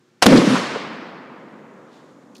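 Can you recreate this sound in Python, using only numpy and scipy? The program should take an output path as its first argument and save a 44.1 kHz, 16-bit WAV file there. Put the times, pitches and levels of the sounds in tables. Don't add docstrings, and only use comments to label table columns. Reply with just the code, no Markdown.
import sys
import numpy as np
from scipy import signal
from scipy.fft import rfft, irfft, next_fast_len
from scipy.io import wavfile
from scipy.ndimage import uniform_filter1d, map_coordinates

SR = 44100
rng = np.random.default_rng(int(sys.argv[2]) if len(sys.argv) > 2 else 0)


def transcribe(u):
    v = np.clip(np.atleast_2d(u).T, -1, 1)
    q = np.round(v * 32767).astype(np.int16)
    wavfile.write(sys.argv[1], SR, q)


N = 105840
TIME = np.arange(N) / SR


def shock_fronts():
    # start in seconds, level in dB, hold in seconds, 60 dB decay time in seconds.
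    cracks = [(.219, -24, 0.0016, 0.0044), (.223, -2.5, 0.0032, .075), (0.2639, 2, 0.0032, .014)]
    # frequency in Hz, relative level in dB.
    colour = [(60, -5.5), (766, 2), (1440, -6), (3660, -8.5), (7000, -16.5), (10200, -23), (14500, -39.5),
              (16000, -50.5)]
    blast_s, overpressure_s = .2591, .0007
    age = np.clip(TIME - blast_s, 0, None) / overpressure_s
    blast = amp(3) * (age > 0) * (1 - age + .35 * noise(colour)) * np.exp(-age / 2)
    return blast + sum(amp(db) * burst(s, hold, t60) * noise(colour) for s, db, hold, t60 in cracks)


def boom():
    # start in seconds, length in seconds, level in dB, pitch in Hz.
    peals = [(0.267, 0.025, -3, 253), (0.292, 0.035, -11, 235), (0.319, .04, -4, 258),
             (0.358, 0.017, -16.5, 238.9), (0.373, 0.02, -8, 262.3), (0.396, 0.008, -8, 231),
             (0.42, 0.03, -13, 264.2), (0.47, 0.019, -10, 232.6), (0.501, 0.0435, -14, 284.5),
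             (0.538, 0.013, -14, 230), (0.33, 0.052, -10, 150), (0.474, 0.073, -16.5, 145)]
    # time in seconds, level in dB.
    roll_levels = [(.262, -10), (.33, -7.5), (.4, -15), (.45, -21), (.52, -21), (.6, -22), (.7, -30.5),
                   (.9, -35), (1.25, -42.5), (1.75, -43), (1.9, -47.5), (2.4, -48)]
    # frequency in Hz, relative level in dB.
    roll_colour = [(60, -24), (100, -16.5), (145, -3), (250, 2.5), (320, -1.5), (400, -6), (520, -4.5),
                   (800, -21), (2000, -59)]
    wander, edge_s, low_cut_hz = .12, .0043, 125
    tones = 0
    for start, length, db, hz in peals:
        phase = 2 * np.pi * np.cumsum(hz * (1 + wander * wobble(100))) / SR
        swing = np.cos(phase) + amp(-12) * wobble(60) * np.cos(2 * phase)
        gate = np.clip(np.minimum(TIME - start, start + length - TIME) / edge_s + .5, 0, 1)
        tones += np.sqrt(2) * amp(db) * gate * swing
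    tones = filtered(tones, lambda hz: 1 / (1 + (low_cut_hz / (hz + 1)) ** 6))
    return tones + envelope(roll_levels) * noise(roll_colour) * (TIME > roll_levels[0][0])


def diffuse_echo():
    # time in seconds, level in dB before absorption.
    levels = [(.262, -15), (.29, -19.5), (.37, -18), (.42, -23.5), (.47, -23.5), (.57, -23), (.62, -25.5),
              (.75, -28), (.9, -33.5), (1.1, -37.5), (1.3, -42), (1.8, -47.5), (2.4, -54)]
    # frequency in Hz, relative level in dB.
    colour = [(150, -22), (400, -4.5), (700, -2.5), (1100, 0), (2000, -3.5), (5000, -10.5), (8000, -19.5),
              (11000, -28), (14000, -53), (16000, -54.5)]
    # frequency in Hz, extra loss in dB per second of travel.
    absorption = [(1000, -0.5), (2000, 4.5), (3000, 12), (5000, 21), (8000, 44), (12000, 74), (16000, 91)]
    dulls_from_s = .54
    hz, t, spectra = signal.stft(noise(colour), SR, nperseg=256)
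    patches = uniform_filter1d(rng.standard_normal(spectra.shape), 4, axis=0)
    patches_db = 1.1 * unit(uniform_filter1d(patches, 8, axis=1))
    loss_db = along(absorption, hz)[:, None] * np.clip(t - dulls_from_s, 0, None)
    returns = signal.istft(spectra * amp(patches_db - loss_db), SR, nperseg=256)[1][:N]
    return envelope(levels) * amp(.27 * wobble(39.94)) * returns * (TIME > levels[0][0])


def slap_echoes():
    # start in seconds, level in dB, pitch in Hz.
    slaps = [(.326, -16, 2180), (.374, -18, 3716), (.416, -18.5, 890), (.5, -38, 467), (.556, -12.5, 1150),
             (.574, -24.5, 1500), (.619, -25, 970), (.758, -19, 467), (.845, -32, 1140)]
    return puffs(slaps, t60=.061, width=.5)


def ticks_and_scuff():
    # start in seconds, level in dB, pitch in Hz.
    ticks = [(1.23, -65, 8200), (1.49, -66, 6500), (1.511, -64.5, 8500), (1.513, -65, 5830),
             (1.54, -68, 6000), (2.047, -57, 9200)]
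    scrapes = [(2.35, -49, 5810), (2.351, -64, 10230), (2.354, -45, 3165), (2.36, -57, 5900),
               (2.365, -45, 4600), (2.366, -58.5, 10500), (2.38, -50, 4300), (2.381, -59, 10600),
               (2.388, -57, 5740)]
    return puffs(ticks, t60=.0039, width=.44) + puffs(scrapes, t60=.041, width=.57)


def background():
    # frequency in Hz, rms level in dB.
    hum_tones = [(120, -66), (360, -65), (480, -76), (1367, -82)]
    # time in seconds, level in dB.
    rustle_levels = [(1.7, -83), (1.88, -70), (1.96, -60), (2.07, -67.5), (2.15, -73.5), (2.4, -78.5)]
    hiss_levels = [(.9, -94.5), (1.5, -79), (2.0, -72.5), (2.4, -74.5)]
    # frequency in Hz, relative level in dB.
    air_colour = [(60, -34), (110, -1.5), (200, 3.5), (350, -1.5), (600, -13.5), (1400, -13.5),
                  (3000, -20.5), (7000, -24.5), (10000, -37), (15500, -43)]
    rustle_colour = [(1500, -20), (2800, -2), (3600, 0), (5000, -6), (8000, -16), (14000, -32)]
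    hiss_colour = [(4000, -20), (5800, -4), (7000, 0), (8000, -8), (11000, -16), (15000, -26)]
    hum = 0
    for hz, db in hum_tones:
        peak = np.sqrt(2) * amp(db + .71 * wobble(8.7))
        hum += peak * np.sin(2 * np.pi * hz * TIME + rng.uniform(0, 2 * np.pi))
    rustle = envelope(rustle_levels) * amp(1.5 * wobble(30)) * noise(rustle_colour)
    air = amp(-59) * noise(air_colour)
    hiss = envelope(hiss_levels) * noise(hiss_colour)
    return air + hum + rustle + hiss


def amp(db):
    return 10 ** (np.asarray(db) / 20)


def unit(x):
    return x / np.sqrt(np.mean(x ** 2) + 1e-20)


def along(points, hz):
    knots_hz, values = np.transpose(points)
    return np.interp(np.log(hz + 1), np.log(knots_hz + 1), values)


def envelope(levels):
    return amp(np.interp(TIME, *np.transpose(levels)))


def wobble(rate):
    return map_coordinates(rng.standard_normal(2000), [TIME * rate])


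def filtered(x, response):
    size = next_fast_len(N + SR // 2)
    return irfft(rfft(x, size) * response(np.fft.rfftfreq(size, 1 / SR)), size)[:N]


def noise(colour):
    return unit(filtered(rng.standard_normal(N), lambda hz: amp(along(colour, hz))))


def burst(start_s, hold_s, t60):
    age = TIME - start_s
    return (age >= 0) * amp(-60 * np.clip(age - hold_s, 0, None) / t60)


def puffs(rows, t60, width):
    total = 0
    for start, db, hz in rows:
        resonance = lambda f: (1j * f * width * hz / (hz * hz - f * f + 1j * f * width * hz)) ** 2
        band = unit(filtered(rng.standard_normal(N), resonance))
        total += amp(db) * uniform_filter1d(burst(start, 0, t60), size=60) * band
    return total


def scene():
    transients = slap_echoes() + ticks_and_scuff()
    return (shock_fronts() + boom() + diffuse_echo() + transients + background())[None]


def record(dry):
    low_cut_hz, ceiling, top_hz, taper_hz = 85, .73, 16050, 800
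    pressure = filtered(dry[0], lambda hz: (1j * hz / (low_cut_hz + 1j * hz)) ** 3)
    clipped = pressure / (1 + (pressure / ceiling) ** 4) ** (1 / 4)
    band_limit = lambda hz: np.sin(np.pi / 2 * np.clip((top_hz - hz) / taper_hz, 0, 1)) ** 2
    return filtered(clipped, band_limit)[None]


dry = scene()
out = record(dry)
transcribe(out)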